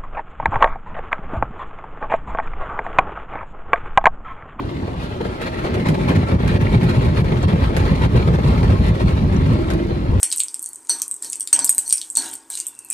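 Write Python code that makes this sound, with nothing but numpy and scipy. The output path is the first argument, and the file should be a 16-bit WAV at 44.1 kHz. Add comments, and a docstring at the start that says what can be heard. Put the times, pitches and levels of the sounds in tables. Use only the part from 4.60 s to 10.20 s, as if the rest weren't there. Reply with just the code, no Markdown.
"""Automatic car wash, from the driver's seat

Two microphones in the closed cabin: wet cloth strips drag over the glass, then spinning side brushes bear on
the body. Close by, heavy blows drum the panels (noise bursts tuned to a moving pitch), and each slap of cloth
knocks a panel, swishes over the glass and throws spray (three coloured patters of tiny impacts). Skin panels
groan (resonated noise); bristle tips, splats and drops tick on the glass. Outside, the machinery roars dully
(steady coloured noise) and hums one hollow, shifting note (resonated noise)."""
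import sys
import numpy as np
from scipy import signal
from scipy.fft import rfft, irfft, next_fast_len
from scipy.io import wavfile
from scipy.ndimage import uniform_filter1d

SR = 44100
rng = np.random.default_rng(int(sys.argv[2]) if len(sys.argv) > 2 else 0)


def inscribe(sig):
    """Save sig as 16-bit PCM at rate SR to the path in sys.argv[1].

    A 1-D sig is mono; a 2-D sig holds one channel per row.
    Samples are clipped to [-1, 1] before scaling.
    """
    pcm = np.round(np.clip(np.atleast_2d(sig).T, -1, 1) * 32767)
    wavfile.write(sys.argv[1], SR, pcm.astype(np.int16))


N = 246959
TIME = np.arange(N) / SR  # s

# Heaviest brush blows, before body shake and gain control: start_s, length_s, level_db
THUDS = [(1.19, 0.046, -21.5), (1.298, 0.034, -11), (1.417, 0.012, -12.5), (1.501, 0.013, -9.5),
         (1.578, 0.04, -9), (1.734, 0.031, -12.5), (1.877, 0.063, -15.5), (1.952, 0.011, -6.5),
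         (2.023, 0.047, -12.5), (2.147, 0.027, -3), (2.245, 0.048, -12.5), (2.304, 0.0075, -12),
         (2.379, 0.016, -5.5), (2.455, 0.045, -10.5), (2.592, 0.05, -12.5), (2.749, 0.13, -18.5),
         (2.848, 0.082, -14), (2.941, 0.0186, -9), (3.025, 0.016, -8), (3.072, 0.011, -12),
         (3.216, 0.054, -12), (3.316, 0.011, -4), (3.448, 0.02, -8.5), (3.561, 0.014, -1.5),
         (3.678, 0.047, -12), (3.746, 0.016, -11), (3.872, 0.047, -9), (4.029, 0.058, -12.5),
         (4.106, 0.036, -5.5), (4.205, 0.011, -3.5), (4.294, 0.03, -9), (4.453, 0.032, -7.5),
         (4.541, 0.0062, -5.5), (4.631, 0.027, -10.5), (4.764, 0.18, -15), (4.871, 0.016, -12.5),
         (4.916, 0.032, -9), (5.544, 0.04, -11)]
# Pitch of the drumming panel as the brushes travel along the body: start_s, pitch_hz
PANEL_PITCH = [(1.3, 194), (1.9, 122), (3.3, 103), (4.5, 106), (4.9, 136), (5.55, 69)]
# How hard the side brushes bear on the body: start_s, rumble_db
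PRESSURE = [(0, -24.5), (.8, -26), (1.15, -20), (1.4, -20), (1.9, -16.5), (2.65, -18.5), (3.3, -15),
            (4.1, -18), (4.7, -20), (5.1, -19.5), (5.6, -20.5)]
# Gain of the deepest drumming as the body is shaken: start_s, gain_db
DEPTH = [(0, -6), (.8, -4.5), (1.3, -10), (1.7, -2.5), (2.8, -3), (4, -1), (5, -1), (5.6, 0)]
# Loudest slaps of wet cloth, relative to a slap of 0 dB: start_s, length_s, strength_db
SLAPS = [(0.095, 0.014, -7.5), (0.17, 0.012, -11.5), (0.277, 0.0084, -11.5), (0.417, 0.04, -7),
         (0.611, 0.0072, -2.5), (0.655, 0.016, -3.5), (0.822, 0.019, -1.5), (0.867, 0.015, 0),
         (0.945, 0.0082, -8), (0.99, 0.0097, -2.5), (1.049, 0.025, -1.5), (1.146, 0.014, -1),
         (1.2, 0.012, -5.5), (1.266, 0.021, 1.5), (1.347, 0.0094, 1.5), (1.411, 0.022, -3.5),
         (1.492, 0.022, 4.5), (1.56, 0.017, 1.5), (1.693, 0.042, -4), (1.9, 0.032, -4), (1.949, 0.019, 0),
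         (2.02, 0.019, -5), (2.058, 0.011, -8), (2.142, 0.036, 3), (2.219, 0.03, -5), (2.295, 0.015, 3),
         (2.363, 0.047, -1.5), (2.424, 0.014, -4), (2.449, 0.022, -2), (2.486, 0.0077, -4.5),
         (2.576, 0.026, 1.5), (2.685, 0.01, -11), (2.721, 0.011, -1.5), (2.772, 0.013, -6),
         (2.836, 0.014, -1), (2.889, 0.019, -0.5), (2.933, 0.011, -1.5), (3.002, 0.011, -6),
         (3.032, 0.022, 0.5), (3.202, 0.018, 0), (3.26, 0.047, -1), (3.318, 0.0072, 2),
         (3.356, 0.0083, 0.5), (3.418, 0.013, 0), (3.442, 0.016, 4), (3.564, 0.016, 6), (3.625, 0.008, -7),
         (3.68, 0.0086, 2.5), (3.744, 0.013, 1), (3.79, 0.011, -5), (3.868, 0.055, 0), (3.982, 0.018, -3),
         (4.036, 0.012, 1), (4.1, 0.027, 1.5), (4.128, 0.01, -2.5), (4.245, 0.015, -2),
         (4.275, 0.026, -1.5), (4.348, 0.0099, -5), (4.407, 0.017, 1), (4.478, 0.037, -1.5),
         (4.571, 0.011, -5), (4.726, 0.017, -5.5), (4.789, 0.013, -9), (4.865, 0.01, -4), (4.912, 0.04, -3),
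         (5.083, 0.036, -9), (5.195, 0.013, -7), (5.546, 0.028, -13)]
# How hard the cloth scrubs between slaps, relative: start_s, strength_db
SCRUB = [(0, -12), (.35, -11), (.7, -7.5), (1.1, -6), (2.3, -4.5), (2.65, -5.5), (3.3, -4.5), (4.1, -4.5),
         (4.65, -7), (5, -5.5), (5.25, -9), (5.45, -10.5), (5.6, -7.5)]
# Moments when the cloth lifts off the glass (negative: it presses a little harder): start_s, drop_db
LIFTS = [(.59, 2.5), (.785, 3), (.912, 3.5), (1.12, 2), (1.235, 3), (1.385, -1), (1.46, -1), (1.655, 4.5),
         (1.777, 10), (1.989, 9), (2.19, 8), (2.526, 4), (2.632, 10), (2.868, 7), (3.122, 4), (3.48, 6),
         (3.5, 5), (3.712, 2.5), (3.772, 3.5), (3.822, 2.5), (4.168, 1), (4.215, -0.5), (4.328, 5),
         (4.672, 4)]
# Rubbing of flat wet cloth, as gain on the middle of the swish: start_s, gain_db
RASP = [(0, -7.5), (.6, -4), (1.1, 0.5), (1.5, -1.5), (2.3, -1), (3, -4.5), (3.7, -4), (4.4, -4.5),
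        (5, -3.5), (5.6, -4.5)]
# Hard raps of a strip end on the bodywork: start_s, level_db, power_decay_s
RAPS = [(.279, -26.5, 0.014), (.605, -17.5, 0.0051), (.655, -17.5, 0.0034), (1.043, -19.5, 0.022),
        (1.168, -22, 0.025), (1.288, -18.5, 0.01), (1.425, -28, 0.0063), (1.499, -18, 0.021),
        (1.564, -24, 0.0062), (1.631, -20, 0.0055), (1.69, -23.5, 0.0058), (1.722, -19, 0.011),
        (1.803, -20, 0.0036), (1.836, -20, 0.013), (1.941, -19.5, 0.015), (2.139, -14, 0.0071),
        (2.231, -24, 0.012), (2.553, -22, .0082), (2.645, -26, .007), (2.686, -25.5, 0.012),
        (2.723, -19, 0.0066), (2.831, -17, 0.0072), (2.933, -16, 0.0077), (3.04, -20, 0.0065),
        (3.101, -21, .024), (3.167, -17, 0.0084), (3.546, -16.5, 0.02), (3.682, -17.5, 0.011),
        (3.788, -17.5, 0.0057), (3.895, -21, 0.018), (4.038, -23, 0.007), (4.099, -17, 0.0098),
        (4.134, -20.5, 0.0087), (4.195, -29, .008), (4.287, -24, 0.0065), (4.507, -21, 0.0076),
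        (5.108, -21.5, 0.018), (5.202, -28.5, .008), (5.306, -23, 0.011)]
# Notes of the skin panels, levels relative: pitch_hz, level_db, width_hz
PANEL_NOTES = [(248, -30, 33), (332.3, -39.5, 23), (441.4, -36, 22), (517.4, -37, 38), (608.6, -34.5, 10.3),
               (880, -40, 52), (1083, -36.5, 89), (1270, -43.5, 42)]
# Sharp splats of water on the windscreen, levels relative: start_s, level_db, power_decay_s
SPLATS = [(.434, -40, 0.0073), (.816, -33, 0.0089), (1.141, -33.5, 0.0064), (1.287, -25, 0.0064),
          (1.492, -28.5, 0.0049), (1.877, -28, 0.0057), (2.012, -35, 0.0057), (2.231, -33, 0.012),
          (2.293, -34, 0.0059), (2.644, -37, 0.0044), (2.830, -36, 0.0048), (2.883, -45, 0.0036),
          (3.166, -23, 0.0075), (3.876, -39, 0.0067), (3.906, -44, .005), (4.198, -37, 0.0051),
          (4.264, -36, .005), (4.285, -33, .005), (4.401, -46, 0.0036), (4.676, -42, .004),
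          (5.103, -27, 0.0076), (5.136, -31, 0.0035)]
# Hard drops that ping the glass: start_s, level_db, pitch_hz
TICKS = [(2.068, -22, 2170), (2.827, -36, 7000), (3.165, -23, 1400), (4.764, -35, 5960), (5.107, -25, 1400)]
# Level of the machinery's hollow hum: start_s, level_db
DRONE_LEVEL = [(0, -28), (.6, -43.5), (1.1, -31), (2.2, -31), (3.5, -36), (4.4, -33), (5.2, -24),
               (5.6, -30.5)]
# Pitch of the drone: start_s, pitch_hz
DRONE_PITCH = [(0, 308), (1.1, 348), (4.4, 358), (4.9, 361), (5.1, 308), (5.3, 354), (5.6, 296)]

# Colour of the drumming body: frequency_hz, relative_db
BODY_COLOUR = [(10, -54), (25, -63), (38, -3.5), (52, 3), (85, 2), (130, -3), (180, -3), (230, -9),
               (280, -10.5), (750, -100)]
# Colour of a knocked panel: frequency_hz, relative_db
PANEL_COLOUR = [(170, -6), (290, -18), (355, 3.5), (420, -2), (520, -4), (620, -6.5), (730, -15), (880, -6),
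                (1000, -10.5), (1130, -8), (1250, -37), (1900, -85)]
# Colour of cloth on glass: frequency_hz, relative_db
GLASS_COLOUR = [(800, -65), (1230, -2), (1500, -8), (1900, -3.5), (2350, -6), (2900, -13), (3600, -14.5),
                (4250, -14), (4900, -24), (7500, -67)]
# Colour of the spray: frequency_hz, relative_db
SPRAY_COLOUR = [(3300, -53), (5000, -2), (6500, -6.5), (8000, -8), (10000, -10.5), (12000, -17.5),
                (14000, -17), (14900, -20), (19000, -76)]
# Colour of a rap on metal: frequency_hz, relative_db
RAP_COLOUR = [(120, 1), (270, 16.5), (450, 18), (620, 12.5), (1100, -0.5), (2200, -7.5), (4300, -34),
              (8000, -85)]
# Colour of a splat: frequency_hz, relative_db
SPLAT_COLOUR = [(700, -16), (1500, 17), (3000, 6.5), (6500, -3), (10000, -5.5), (14500, -12), (18000, -60)]
# Colour of the machinery through the closed cabin: frequency_hz, relative_db
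ROAR_COLOUR = [(12, -60), (30, -12), (60, -27), (135, 14.5), (180, -28), (225, -3), (310, 5.5), (450, -5),
               (700, 1), (1100, -13), (1600, -9), (2300, -32), (4200, -22.5), (7000, -37.5), (14000, -109),
               (19000, -80)]
# No colouring: frequency_hz, relative_db
FLAT_COLOUR = [(20, 0), (20000, 0)]
# Likeness of the two microphones, 0 unrelated to 1 alike: frequency_hz, likeness
LIKENESS = [(60, 0.96), (190, 0.97), (310, 0.94), (520, 0.62), (760, 0.37), (900, 0.67), (1150, 0.61),
            (1330, 0.38), (2000, 1), (2600, 0.033), (5500, 0.12), (8000, 0.1), (10000, 1)]
# Side each band leans to: frequency_hz, left_minus_right_db
LEAN = [(190, 0), (260, -3), (380, 2.2), (470, -.5), (600, 1.3), (1000, 2), (1350, 0.5), (1550, 1),
        (3500, -0.5), (4500, -.5), (5900, -3), (7200, -0.5), (10000, 0)]

KNOCK_DB, SWISH_DB, SPRAY_DB = -22.5, -31, -47  # base levels of the three voices of the cloth
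KNOCK_FOLLOWS = 0.8  # dB of panel knock per dB of scrubbing
THUD_KNOCK_DB = -18.5  # panel knock of a heavy blow, relative to its drumming
FLICKS_PER_S, FLICK_S, FLICK_JITTER = 14, 0.013, 0.33  # rate, length, jitter as a share of the spacing
CABIN_T60 = 0.067  # s
EDGE_HZ = 15500  # upper band limit


def thuds(focus_octaves=0.94, lag_ms=0.041, size=12288):
    """Each blow is a flurry of pushes on one panel, which drums round its own pitch."""
    out = np.zeros((2, N))
    t = (np.arange(size) - size // 2) / SR
    f, body_db = np.transpose(BODY_COLOUR)
    taper = signal.windows.tukey(size, .5)
    for s, length, db in THUDS:
        force = swell(t, length)
        octaves_off = np.log2(f / at(s, PANEL_PITCH))
        focused_db = body_db - 4.3 * (octaves_off / focus_octaves) ** 2
        colour = np.c_[f, np.maximum(focused_db, -90)]
        boom = heard(force * rng.standard_normal((2, size)), colour, lag_ms) * taper
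        # heard() evens the burst, so its force is put back
        add(out, s + t[0], boom * gain_of(db) * np.sqrt(np.mean(force ** 2)))
    return out


def drumming(lift_share=0.35):
    """Countless soft strips keep the whole body rumbling; it eases whenever the cloth lifts."""
    pressure = gain_of(at(TIME, PRESSURE))
    force = pressure * flicks(depth=0.33, spread_db=-5) * contact() ** lift_share
    taps = patter(per_s=200, spread_db=1.0, smooth=0.35, echo=0.46)
    return force * heard(taps, BODY_COLOUR, lag_ms=0.31)


def shaken(pair, corner_hz=105):
    """Hanging strips only tap the skin of the car; the side brushes shake the whole body."""
    deep = signal.sosfiltfilt(signal.butter(2, corner_hz, fs=SR, output="sos"), pair)
    return pair + deep * (gain_of(at(TIME, DEPTH)) - 1)


def knocks(pulsing, scrub_db=-4):
    """Strip ends patter on the doors and roof, and every heavy blow knocks a panel too."""
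    taps = patter(per_s=450, spread_db=1.5, smooth=0.93, echo=0.7)
    scrub = gain_of(scrub_db) * scrubbing(KNOCK_FOLLOWS) * pulsing
    light = gain_of(KNOCK_DB) * slapping(scrub, slap_db=-2.0)
    t = TIME[::20]
    heavy = sum((gain_of(db + THUD_KNOCK_DB) * swell(t - s, length)) ** 2 for s, length, db in THUDS)
    force = np.sqrt(light ** 2 + np.interp(TIME, t, heavy))
    return force * rippled(heard(taps, PANEL_COLOUR, lag_ms=0.32), ripple_db=1.5)


def swish():
    """Wet fibres flick and drag over the glass."""
    flicked = patter(per_s=1100, spread_db=3.5, smooth=0.76, echo=2.0)
    fibres = rippled(heard(flicked, GLASS_COLOUR, lag_ms=0.38), ripple_db=2.5)
    force = gain_of(SWISH_DB) * slapping(scrubbing())
    return force * mottled(fibres, patchy_db=0.78) * gain_of([[.4], [-.4]])  # slightly left


def spray():
    """Droplets flung off the cloth fizz on the windows."""
    droplets = patter(per_s=1500, spread_db=2.0, smooth=0.76, echo=2.1)
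    fizz = rippled(heard(droplets, SPRAY_COLOUR, lag_ms=-0.3006), ripple_db=2.5)
    return gain_of(SPRAY_DB) * slapping(scrubbing()) * fizz * gain_of([[-.4], [.4]])  # slightly right


def raps():
    """A heavy strip end lands flat on the metal."""
    burst = patter(per_s=2200, spread_db=-1.0, smooth=0.15, echo=0.5)
    return bursts(RAPS, rise_s=0.00048) * heard(burst, RAP_COLOUR, lag_ms=0.38)


def flexing(level_db=-25, bend=0.033, uneven_db=2.5, follows=1.28):
    """Each skin panel is rubbed and thumped in its own time, and its note bends as the brush leans on it."""
    panels = 0
    for hz, db, width in PANEL_NOTES:
        rub = rng.standard_normal((2, N)) * gain_of(uneven_db * wander(per_s=12))
        bent_hz = hz * (1 + bend * wander(per_s=3))
        panels = panels + gain_of(db) * evened(resonate(rub, bent_hz, width))
    return gain_of(level_db) * scrubbing(follows) * contact() * heard(panels, FLAT_COLOUR, lag_ms=0.42)


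def bristles(level_db=-41, per_s=260, low_hz=1600, high_hz=4600, cycles=10, tilt_db=-5, count=20):
    """Bristle tips tick on the glass, each ringing briefly at one of a set of pitches, softer the higher."""
    out, t = np.zeros((2, N)), TIME[:SR // 50]
    for hz in np.geomspace(low_hz, high_hz, count):
        tips = (rng.random(N) < per_s / count / SR) * rng.uniform(0.99, 1, N)
        tone = np.sin(2 * np.pi * (hz * t + rng.random((2, 1)) / 2))
        ring = np.exp(-t * hz / cycles) * tone
        pitch_gain = gain_of(tilt_db * np.log2(hz / low_hz))  # tilt in dB per octave
        out += pitch_gain * signal.oaconvolve(tips[None], ring, axes=1)[:, :N]
    return gain_of(level_db) * slapping(scrubbing()) * evened(out)


def splats(level_db=1):
    """A gout of water bursts on the glass and dies away in milliseconds."""
    burst = patter(per_s=5000, spread_db=2, smooth=.5, echo=0.32)
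    return gain_of(level_db) * bursts(SPLATS, rise_s=0.00063) * heard(burst, SPLAT_COLOUR, lag_ms=-0.299)


def ticks(decay_s=0.0044, rise_s=0.00068, spread=0.11, count=6):
    """A hard drop pings the glass: a cluster of close, short-lived modes."""
    out, t = np.zeros((2, N)), TIME[:SR // 20]
    rise = np.sin(np.pi / 2 * np.minimum(t / rise_s, 1)) ** 2
    for s, db, hz in TICKS:
        modes = hz * (1 + spread * np.linspace(-1, 1, count))[:, None]
        ring = evened(np.sin(2 * np.pi * (modes * t + rng.random((2, count, 1)))).sum(1))
        add(out, s, gain_of(db) * ring * np.exp(-t / decay_s) * rise)
    return out


def drone(width_hz=85):
    """The machinery sounds one hollow resonance, whose pitch shifts over time."""
    hollow = resonate(rng.standard_normal((2, N)), at(TIME, DRONE_PITCH), width_hz)
    return gain_of(at(TIME, DRONE_LEVEL)) * heard(hollow, FLAT_COLOUR, lag_ms=0.55)


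def machinery(level_db=-36):
    """Pumps and motors outside, muffled by the closed cabin: steady coloured noise."""
    return gain_of(level_db) * heard(rng.standard_normal((2, N)), ROAR_COLOUR, lag_ms=0.38)


def scrubbing(follows=1):
    """Amplitude of the steady scrubbing, for a voice that follows it by this share."""
    return gain_of(follows * at(TIME, SCRUB))


def slapping(scrub, slap_db=0):
    """Force of the cloth: slaps on top of the scrubbing, added in power."""
    t = TIME[::20]
    power = sum((gain_of(db + slap_db) * swell(t - s, length)) ** 2 for s, length, db in SLAPS)
    return np.sqrt(np.interp(TIME, t, power) + scrub ** 2) * contact()


def contact(lift_s=0.014):
    """Share of the cloth that touches the car, dipping where it lifts off."""
    t = TIME[::20]
    drop_db = sum(db * np.exp(-((t - s) / lift_s) ** 2) for s, db in LIFTS)
    return gain_of(-np.interp(TIME, t, drop_db))


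def flicks(depth, spread_db):
    """Uneven pulsing of rms 1, as one light strip after another lands in loose succession."""
    t = TIME[::20]
    late, size = rng.standard_normal((160, 2)).T
    times = (np.arange(len(late)) + FLICK_JITTER * late) / FLICKS_PER_S
    landings = gain_of(spread_db * size[:, None]) * swell(t - times[:, None], FLICK_S)
    power = (landings ** 2).sum(0)
    return evened(np.sqrt(1 + depth ** 2 * np.interp(TIME, t, power / power.mean())))


def swell(t, length, steepness=2.23):
    """Force of a soft blow: the cloth lands quickly and drags off more slowly."""
    u = t / length
    return np.exp(-np.where(u < 0, steepness * u, u) ** 2 / 2)


def bursts(table, rise_s):
    """Amplitude of sudden hits that die away exponentially, added in power."""
    power, t = 0, TIME[::10]
    for s, db, decay in table:
        age = t - s
        fall = np.where(age < 0, (age / rise_s) ** 2, age / decay)
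        power += gain_of(db) ** 2 * np.exp(-np.minimum(fall, 60))
    return np.sqrt(np.interp(TIME, t, power))


def patter(per_s, spread_db, smooth, echo):
    """Tiny impacts of fibres and drops, of uneven size, each with a diffuse cabin tail, over a smooth wash."""
    size = gain_of(spread_db * np.minimum(rng.exponential(1, N), 3))
    hits = evened(size * (rng.random(N) < per_s / SR))
    decay = gain_of(-60 * TIME[:SR // 10] / CABIN_T60) ** 2  # power
    tail_power = abs(signal.fftconvolve(hits ** 2, decay / decay.sum())[:N])
    diffuse = np.sqrt(echo ** 2 * tail_power + smooth ** 2) * rng.standard_normal((2, N))
    return hits * rng.choice([-1, 1], (2, N)) + diffuse


def resonate(pair, hz, width_hz):
    """A steep resonance whose pitch follows the curve hz."""
    turn = np.exp(2j * np.pi * np.cumsum(hz) / SR)
    r = np.exp(-np.pi * width_hz / SR)
    # shift the pitch down to zero, smooth, and shift back up
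    return (turn * signal.lfilter([1], [1, -2 * r, r * r], pair / turn)).real


def wander(per_s):
    """Smooth random drift of rms 1: slow sines of up to per_s cycles a second."""
    hz = np.geomspace(per_s / 4, per_s, 12)[:, None]
    t = TIME[::100]
    drift = np.sin(2 * np.pi * (hz * t + rng.random(hz.shape))).sum(0)
    return evened(np.interp(TIME, t, drift))


def mottled(pair, patchy_db, rasp_hz=2100, rasp_width_hz=450, size=512):
    """Every fold of cloth has its own colour, and flat cloth changes the rasp in the middle."""
    hz, t, z = signal.stft(pair, SR, nperseg=size)
    patch = np.outer(np.hanning(10), np.hanning(10))
    patches = signal.fftconvolve(rng.standard_normal(z.shape[1:]), patch, "same")
    rasp_db = np.exp(-((hz[:, None] - rasp_hz) / rasp_width_hz) ** 2) * at(t, RASP)
    gain = gain_of(patchy_db * evened(patches) + rasp_db)
    return evened(signal.istft(z * gain, SR, nperseg=size)[1][:, :N])


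def rippled(pair, ripple_db, size=1024):
    """The film of water keeps changing, so narrow resonances come and go."""
    z = signal.stft(pair, SR, nperseg=size)[2]
    ripple = np.outer(np.hanning(6), np.hanning(14))  # narrow in frequency, longer in time
    ripples = signal.fftconvolve(rng.standard_normal(z.shape[1:]), ripple, "same")
    return evened(signal.istft(z * gain_of(ripple_db * evened(ripples)), SR, nperseg=size)[1][:, :N])


def reflected(pair, strength=0.21, count=60):
    """Windows and dashboard return quick echoes, which comb the middle and treble."""
    taps = np.zeros(SR // 33)
    taps[rng.integers(40, len(taps), count)] = rng.choice([-1, 1], count)
    taps *= np.linspace(1, .3, len(taps))  # later echoes are weaker
    highpass = signal.butter(2, 800, "high", fs=SR, output="sos")
    taps = signal.sosfilt(highpass, taps / np.linalg.norm(taps))
    return pair + strength * signal.oaconvolve(pair, taps[None], axes=1)[:, :N]


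def heard(pair, colour, lag_ms):
    """Colours and blends two signals into two microphones at rms 1, the right one lag_ms later."""
    size = next_fast_len(pair.shape[1])
    hz = np.fft.rfftfreq(size, 1 / SR)
    a, b = rfft(pair, size)
    same = np.clip(read(LIKENESS, hz), 0, 1)
    lean = gain_of(read(LEAN, hz) / 2)
    delay = np.exp(-2j * np.pi * hz * lag_ms / 1000)
    right = (same * a + np.sqrt(1 - same ** 2) * b) * delay
    spectra = np.array([a * lean, right / lean]) * gain_of(read(colour, hz))
    return evened(irfft(spectra, size)[:, :pair.shape[1]])


def gain_of(db):
    """Decibels to amplitude."""
    return 10 ** (np.asarray(db) / 20)


def evened(x):
    """Scales to rms 1."""
    return x / np.sqrt(np.mean(x ** 2) + 1e-20)


def at(t, table):
    """A table of (s, value), joined by straight lines and read at time t."""
    return np.interp(t, *np.transpose(table))


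def read(points, hz):
    """A table of (Hz, value), read on a log-frequency axis."""
    f, value = np.transpose(points)
    return np.interp(np.log(hz + 1), np.log(f + 1), value)


def add(mix, s, sound):
    """Mixes a stereo sound in at time s, cut to fit."""
    start = round(s * SR)
    part = mix[:, max(start, 0):max(start + sound.shape[1], 0)]
    part += sound[:, max(-start, 0):][:, :part.shape[1]]


def scene():
    """Everything as heard from the driver's seat."""
    brushes = shaken(thuds() + drumming())
    slaps = knocks(flicks(depth=0.62, spread_db=3.5)) + swish() + spray()
    cloth = reflected(slaps) + bristles()
    return brushes + flexing() + cloth + raps() + splats() + ticks() + drone() + machinery()


def record(dry, knee_db=-13, share=0.54):
    """Fast gain control leans on the loudest blows, peaks are rounded off; then the band limit."""
    window = np.hanning(901)
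    power = signal.fftconvolve((dry ** 2).mean(0), window / window.sum(), "same")
    over_db = np.maximum(10 * np.log10(abs(power) + 1e-12) - knee_db, 0)
    held = dry * gain_of(-share * uniform_filter1d(over_db, size=300))
    rounded = held / (1 + (held / .92) ** 8) ** (1 / 8)
    lowpass = signal.firwin(511, EDGE_HZ, window=("kaiser", 9), fs=SR)
    return signal.oaconvolve(rounded, lowpass[None], "same")


dry = scene()
out = record(dry)
inscribe(out)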